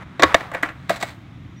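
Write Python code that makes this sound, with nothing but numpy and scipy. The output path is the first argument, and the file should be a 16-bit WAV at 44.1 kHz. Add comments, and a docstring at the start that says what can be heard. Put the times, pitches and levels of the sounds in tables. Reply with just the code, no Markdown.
"""Outdoor hard court: a skateboard lands from a flip and slaps down twice, overloading the microphone.
It tips over its edge, scrapes and drops onto its wheels, which bounce and rattle. Each blow rings the
deck and steel trucks; a low thump lies under both slaps; scrape and rattle are dense tiny contacts.
Fence and trees return a short tail. Under it: tree hiss, distant rumble and hum, one far bird note."""
import sys
import numpy as np
from scipy import signal
from scipy.fft import rfft, irfft
from scipy.io import wavfile

SR = 44100
rng = np.random.default_rng(int(sys.argv[2]) if len(sys.argv) > 2 else 0)


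def output_pcm(signal):
    """Save a mono or channel-first signal as 16-bit PCM at the path in sys.argv[1].

    Samples are clipped to [-1, 1] before scaling.
    """
    pcm = np.clip(np.atleast_2d(signal).T, -1, 1) * 32767
    wavfile.write(sys.argv[1], SR, np.round(pcm).astype(np.int16))


N = 70560
T = np.arange(N) / SR

# tree hiss before its high-pass: (frequency [Hz], relative density [dB])
HISS_SPECTRUM = [(300, 7.5), (420, -15), (700, -14.5), (1200, -9), (1600, -14), (2100, -10.5), (2800, -18),
                 (3600, -16.5), (4500, -28.5), (6500, -31.5), (9000, -42), (15500, -46)]
# distant rumble: (frequency [Hz], relative density [dB])
RUMBLE_SPECTRUM = [(25, -30), (45, -7.5), (75, 3), (130, 5.5), (200, -3), (300, -7.5), (450, -24),
                   (1000, -32), (15000, -90)]
# distant rumble: (time [s], level [dB])
RUMBLE_ENVELOPE = [(0, -40), (.3, -43.5), (.55, -50), (.85, -41.5), (1.25, -46), (1.42, -38), (1.6, -42.5)]
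# distant hum: (frequency [Hz], rms level [dB])
HUM_TONES = [(75, -55), (113, -50.5), (134, -53), (180, -51.5)]
# court tail: (frequency [Hz], relative gain [dB])
TAIL_SPECTRUM = [(100, -37), (300, -11), (700, -3), (1200, -2), (2000, -8), (4000, -2), (8000, -1.5),
                 (15000, 10.5)]
# court tail: (frequency [Hz], t60 [s])
TAIL_DECAY = [(100, .5), (700, 1), (2000, 0.6), (5000, 0.43), (12000, 0.49)]
# wheels and loose hardware: (time [s], level [dB])
RATTLE_ENVELOPE = [(0, -112), (.885, -56.5), (.905, -26), (.945, -35.5), (.965, -34.5), (.995, -46.5),
                   (1.015, -33.5), (1.05, -38.5), (1.1, -39.5), (1.17, -62), (1.6, -102)]
# wheels and loose hardware: (frequency [Hz], relative density [dB])
RATTLE_SPECTRUM = [(100, -25), (600, 1.5), (1200, 2), (2200, 2), (3000, -7.5), (4000, -2.5), (5500, -16.5),
                   (8000, -13.5), (10000, -26.5), (15000, -25)]
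# edge scrape: (time [s], level [dB])
SCRAPE_ENVELOPE = [(0, -43.5), (.025, -39), (.045, -52.5), (.18, -48.5), (.25, -31.5), (.33, -30),
                   (.38, -33), (.5, -47.5), (.555, -30.5), (.6, -38.5), (.63, -45), (.655, -26),
                   (.675, -36.5), (.695, -35), (.73, -49.5), (1.6, -73)]
# edge scrape: (frequency [Hz], relative density [dB])
SCRAPE_SPECTRUM = [(100, -4), (300, -6), (700, 2), (1300, 4), (2100, 0.5), (3000, -10.5), (5000, -24),
                   (8000, -28), (15000, -44)]
# low thumps under the landing and the slam: (time [s], level [dB], frequency [Hz], rise [s])
LOW_THUMPS = [(.245, -26.5, 86.6, 0.013), (.342, -22, 50, 0.0037)]
# truck steel resonances: (frequency [Hz], bandwidth [Hz], gain [dB])
TRUCK_RESONANCES = [(7350, 18, -6.5), (7730, 50, 1.5), (11700, 80, 7), (11900, 73, -8)]
# dense, fast-dying part of a blow: (frequency [Hz], relative density [dB])
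SLAP_SPECTRUM = [(60, -15), (170, -22), (280, -37), (380, -4.5), (650, 4), (850, -8.5), (1150, 0.5),
                 (1480, -4.5), (2000, 2.5), (2800, -10), (4000, -4), (5000, -21.5), (6300, -13),
                 (8000, -18), (10000, -28.5), (15000, -30)]
# slap decay: (frequency [Hz], base t60 [s])
SLAP_DECAY = [(100, 0.02), (600, 0.073), (2000, 0.051), (5000, 0.043), (12000, 0.037)]
# contact names, in the order of the mode gain columns
CONTACT_KINDS = ["landing", "slam", "edge", "wheels"]
# deck and truck modes: (frequency [Hz], base t60 [s], landing [dB], slam [dB], edge [dB], wheels [dB])
BOARD_MODES = [(186, 0.17, -36.5, -43.5, -41, -14), (272.6, 0.062, -20, -15, -11.5, -24),
               (315.2, .12, -13, -16, -12.5, -13.5), (377, 0.066, -14.5, -19.5, -21, -13),
               (524, 0.16, -15.5, -23.5, -14.5, -45), (596.7, 0.064, -18, -9, -12, -7.5),
               (676, 0.072, -9.5, -3.5, -7.5, -7.5), (947, 0.13, -19, -27.5, -32, -38),
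               (1110, .09, -6.5, -32, -14.5, -20), (1230, 0.11, -30, -21, -21, -17.5),
               (1379, 0.082, -30, -27, -15, -23), (1618, .075, -23, -17, -13, -7),
               (1707, 0.073, -13.5, -11, -12.5, -14), (1830, 0.095, -28, -15.5, -17.5, -32),
               (1947.6, 0.097, -14.5, -14, -13, -10), (2192, 0.2, -37.5, -32, -26, -18.5),
               (3722, 0.068, -21, -29.5, -31, -35)]
# blow EQ points: (thump [Hz], knock [Hz], midrange [Hz], clack [Hz], crack [Hz], sizzle [Hz])
BLOW_EQ_HZ = [310, 690, 1150, 2050, 4300, 11000]
# board blows, EQ re midrange: (time [s], contact, level [dB], thump [dB], knock [dB], clack [dB],
# crack [dB], sizzle [dB], t60 factor)
BOARD_BLOWS = [(.1953, "landing", -15.5, 5, 1, 0.5, -1.5, -10.5, 1.32),
               (.2228, "landing", -8.5, 3.5, -1, -13, 13, 5, 0.35),
               (.2250, "landing", -6, -3.5, -4.5, 8.5, -47, -22, 1.32),
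               (.2330, "landing", 4, 2.5, -3, -2.5, 1.5, -10.5, 0.65),
               (.3440, "slam", 4.5, -5, 1, 1.5, -1, -7.5, 0.51),
               (.4068, "slam", -22.5, 3.5, -0.5, 1, -5, -6, 0.74),
               (.5158, "edge", -19.5, -6, -0.5, -5, -15, -4, 0.48),
               (0.5384, "edge", -28, 4, 2, 9.5, -18, 10, 0.74),
               (.5472, "edge", -14.5, -5.5, 5, 3, -11.5, -6.5, 0.66),
               (0.6267, "edge", -21.5, 3, 1, -2, -1.5, 6, 0.8),
               (0.6311, "edge", -11, 1.5, -11, 5, -12.5, -6.5, 0.78),
               (0.688, "edge", -25.5, -4.5, -17, 2.5, -9, -13, 1.26),
               (.8942, "wheels", -11.5, 0, -11, -3, -2.5, 3, 1.06),
               (.9015, "wheels", -25, 4.5, 22, -28, -3, -8, 0.9),
               (.9610, "wheels", -33.5, -4, -1, -1, 4, 10.5, 1.5),
               (1.0020, "wheels", -40.5, -4, 4, -7, 14, 13, 0.87),
               (1.0097, "wheels", -31, -3, 3, -10, 12, 8, 0.96),
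               (1.0258, "wheels", -19, 1, -8, 4.5, 5, 9.5, 0.82),
               (1.0310, "wheels", -23.5, -19, 18.5, -6, -1, -7, 0.56)]

HISS_DB, HUM_WAVER_RAD = -49.5, 0.3
TAIL_DB, TAIL_RISE_S = -19, 0.004
GRAINS_PER_S, GRAIN_SPREAD_DB = 2000, 2
SLAP_DB, ATTACK_S, MODE_SCATTER_DB = -3, 0.0005, 1
AFTER_RING_DB, AFTER_RING_T60_FACTOR = -30.5, 4.5
CLIP_LEVEL, CUTOFF_HZ = 1.0, 15800


def from_db(db):
    """Decibels to gain."""
    return 10 ** (np.asarray(db) / 20)


def unit_rms(x):
    """Scale to rms 1."""
    return x / np.sqrt(np.mean(x ** 2) + 1e-20)


def envelope(rows):
    """Gain along (time [s], level [dB])."""
    return from_db(np.interp(T, *np.transpose(rows)))


def at_hz(rows, hz):
    """Interpolate over log frequency."""
    row_hz, value = np.transpose(rows)
    return np.interp(np.log(np.maximum(hz, 1)), np.log(row_hz), value)


def coloured(x, spectrum):
    """Apply a spectrum; rms 1."""
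    bin_hz = np.arange(N // 2 + 1) * SR / N
    return unit_rms(irfft(rfft(x) * from_db(at_hz(spectrum, bin_hz)), N))


def smooth(x, tau_s):
    """One-pole lag."""
    pole = np.exp(-1 / (tau_s * SR))
    return signal.lfilter([1 - pole], [1, -pole], x + 1e-18)


def third_octaves(start_hz, count):
    """Yield (centre [Hz], width [Hz], band-pass)."""
    edges = start_hz * 2 ** (np.arange(count + 1) / 3)
    for lo, hi in zip(edges, edges[1:]):
        yield np.sqrt(lo * hi), hi - lo, signal.butter(2, [lo, hi], "band", fs=SR, output="sos")


def noise_bands():
    """Independent noise bands, evened envelopes, flat per Hz: (centre [Hz], signal)."""
    bands = []
    for hz, width_hz, sos in third_octaves(start_hz=40, count=26):
        analytic = signal.hilbert(signal.sosfilt(sos, rng.standard_normal(N + SR)))
        evened = signal.sosfilt(sos, np.cos(np.angle(analytic)))[SR:]
        bands.append((hz, evened * np.sqrt(width_hz / SR)))
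    return bands


def tree_hiss():
    """Faint steady noise from the trees."""
    highpass = signal.butter(2, 300, "high", fs=SR, output="sos")
    hiss = signal.sosfilt(highpass, coloured(rng.standard_normal(N), HISS_SPECTRUM))
    return from_db(HISS_DB) * unit_rms(hiss)


def distant_hum():
    """Low tones, each wavering slowly in phase."""
    out = np.zeros(N)
    for hz, db in HUM_TONES:
        waver = coloured(rng.standard_normal(N), spectrum=[(3, 0), (12, -24), (100, -100)])
        out += from_db(db) * np.sqrt(2) * np.sin(2 * np.pi * hz * T + HUM_WAVER_RAD * waver)
    return out


def distant_rumble():
    """Low noise that swells and sinks."""
    return envelope(RUMBLE_ENVELOPE) * coloured(rng.standard_normal(N), RUMBLE_SPECTRUM)


def far_bird(start_s=1.56, length_s=0.05, hz=5780, db=-58):
    """One thin, faint note."""
    arch = np.sin(np.pi * np.clip((T - start_s) / length_s, 0, 1))
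    return from_db(db) * arch * np.sin(2 * np.pi * hz * T)


def court_tail(x):
    """Fence and trees scatter each band's energy into a diffuse, dying tail."""
    out = np.zeros(N)
    for hz, _, sos in third_octaves(start_hz=100, count=22):
        incident = smooth(signal.sosfilt(sos, x + 1e-18) ** 2, TAIL_RISE_S)
        energy = smooth(incident, at_hz(TAIL_DECAY, hz) / np.log(1e6))
        diffuse = unit_rms(signal.sosfilt(sos, rng.standard_normal(N)))
        out += from_db(TAIL_DB + at_hz(TAIL_SPECTRUM, hz)) * np.sqrt(energy) * diffuse
    return out


def tiny_contacts(levels, spectrum):
    """Scrape or rattle: dense random impulses of uneven size."""
    sizes = from_db(GRAIN_SPREAD_DB * np.minimum(rng.exponential(1, N), 4))
    signs = rng.choice([-1, 1], N)
    hits = rng.random(N) < GRAINS_PER_S / SR
    return envelope(levels) * coloured(sizes * signs * hits, spectrum)


def add(out, start_s, x):
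    """Mix x in at start_s."""
    i = int(start_s * SR)
    out[i:i + len(x)] += x[:N - i]


def low_thumps():
    """Short low sine pulses under the landing and the overloading slam."""
    out = np.zeros(N)
    for start_s, db, hz, rise_s in LOW_THUMPS:
        swell = T / rise_s * np.exp(1 - T / rise_s)
        add(out, start_s, from_db(db) * swell * np.sin(2 * np.pi * hz * T))
    return out


def truck_ping(blows):
    """Blows drive narrow, high resonances of the steel trucks."""
    return sum(from_db(db) * signal.lfilter(*signal.iirpeak(hz, hz / width_hz, fs=SR), blows + 1e-18)
               for hz, width_hz, db in TRUCK_RESONANCES)


def board_ring(t, contact, eq, t60_factor):
    """Struck deck and truck modes: fast decay plus a soft, longer after-ring."""
    hz, t60_s, *contact_db = np.transpose(BOARD_MODES)
    scatter_db = MODE_SCATTER_DB * rng.standard_normal(len(hz))
    gains = from_db(contact_db[CONTACT_KINDS.index(contact)] + at_hz(eq, hz) + scatter_db)
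    signs = (-1) ** np.arange(len(hz))
    nepers = np.log(1000) * np.outer(1 / (t60_s * t60_factor), t)
    decay = np.exp(-nepers) + from_db(AFTER_RING_DB) * np.exp(-nepers / AFTER_RING_T60_FACTOR)
    return (gains * signs) @ (np.sin(2 * np.pi * np.outer(hz, t)) * decay)


def board_blows():
    """Board hits the court: ringing modes plus a noise slap, with EQ and decay set per blow."""
    out, t, bands = np.zeros(N), T[:SR // 2], noise_bands()
    slap_rms = np.std(sum(from_db(at_hz(SLAP_SPECTRUM, hz)) * band for hz, band in bands))
    for start_s, contact, db, thump, knock, clack, crack, sizzle, t60_factor in BOARD_BLOWS:
        eq = list(zip(BLOW_EQ_HZ, (thump, knock, 0, clack, crack, sizzle)))
        ring = board_ring(t, contact, eq, t60_factor)
        slap = np.zeros(len(t))
        for hz, band in bands:
            gain = from_db(SLAP_DB + at_hz(SLAP_SPECTRUM, hz) + at_hz(eq, hz)) / slap_rms
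            decay = np.exp(-np.log(1000) * t / (at_hz(SLAP_DECAY, hz) * t60_factor))
            slap += gain * decay * band[int(start_s * SR):][:len(t)]
        attack = 1 - np.exp(-t / ATTACK_S)
        add(out, start_s, from_db(db) * (ring + slap) * attack)
    return out


def scene():
    """Mono mix; blows and thumps drive the truck ping and court tail."""
    blows = board_blows() + low_thumps()
    tail = court_tail(blows)
    scrape = tiny_contacts(SCRAPE_ENVELOPE, SCRAPE_SPECTRUM)
    rattle = tiny_contacts(RATTLE_ENVELOPE, RATTLE_SPECTRUM)
    background = tree_hiss() + distant_hum() + distant_rumble() + far_bird()
    return (background + tail + scrape + rattle + truck_ping(blows) + blows)[None]


def record(dry):
    """Microphone overload soft-clips the hardest slaps; a steep low-pass follows."""
    clipped = dry / (1 + (dry / CLIP_LEVEL) ** 6) ** (1 / 6)
    lowpass = signal.ellip(12, 0.1, 80, CUTOFF_HZ, fs=SR, output="sos")
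    return signal.sosfilt(lowpass, clipped)


dry = scene()
out = record(dry)
output_pcm(out)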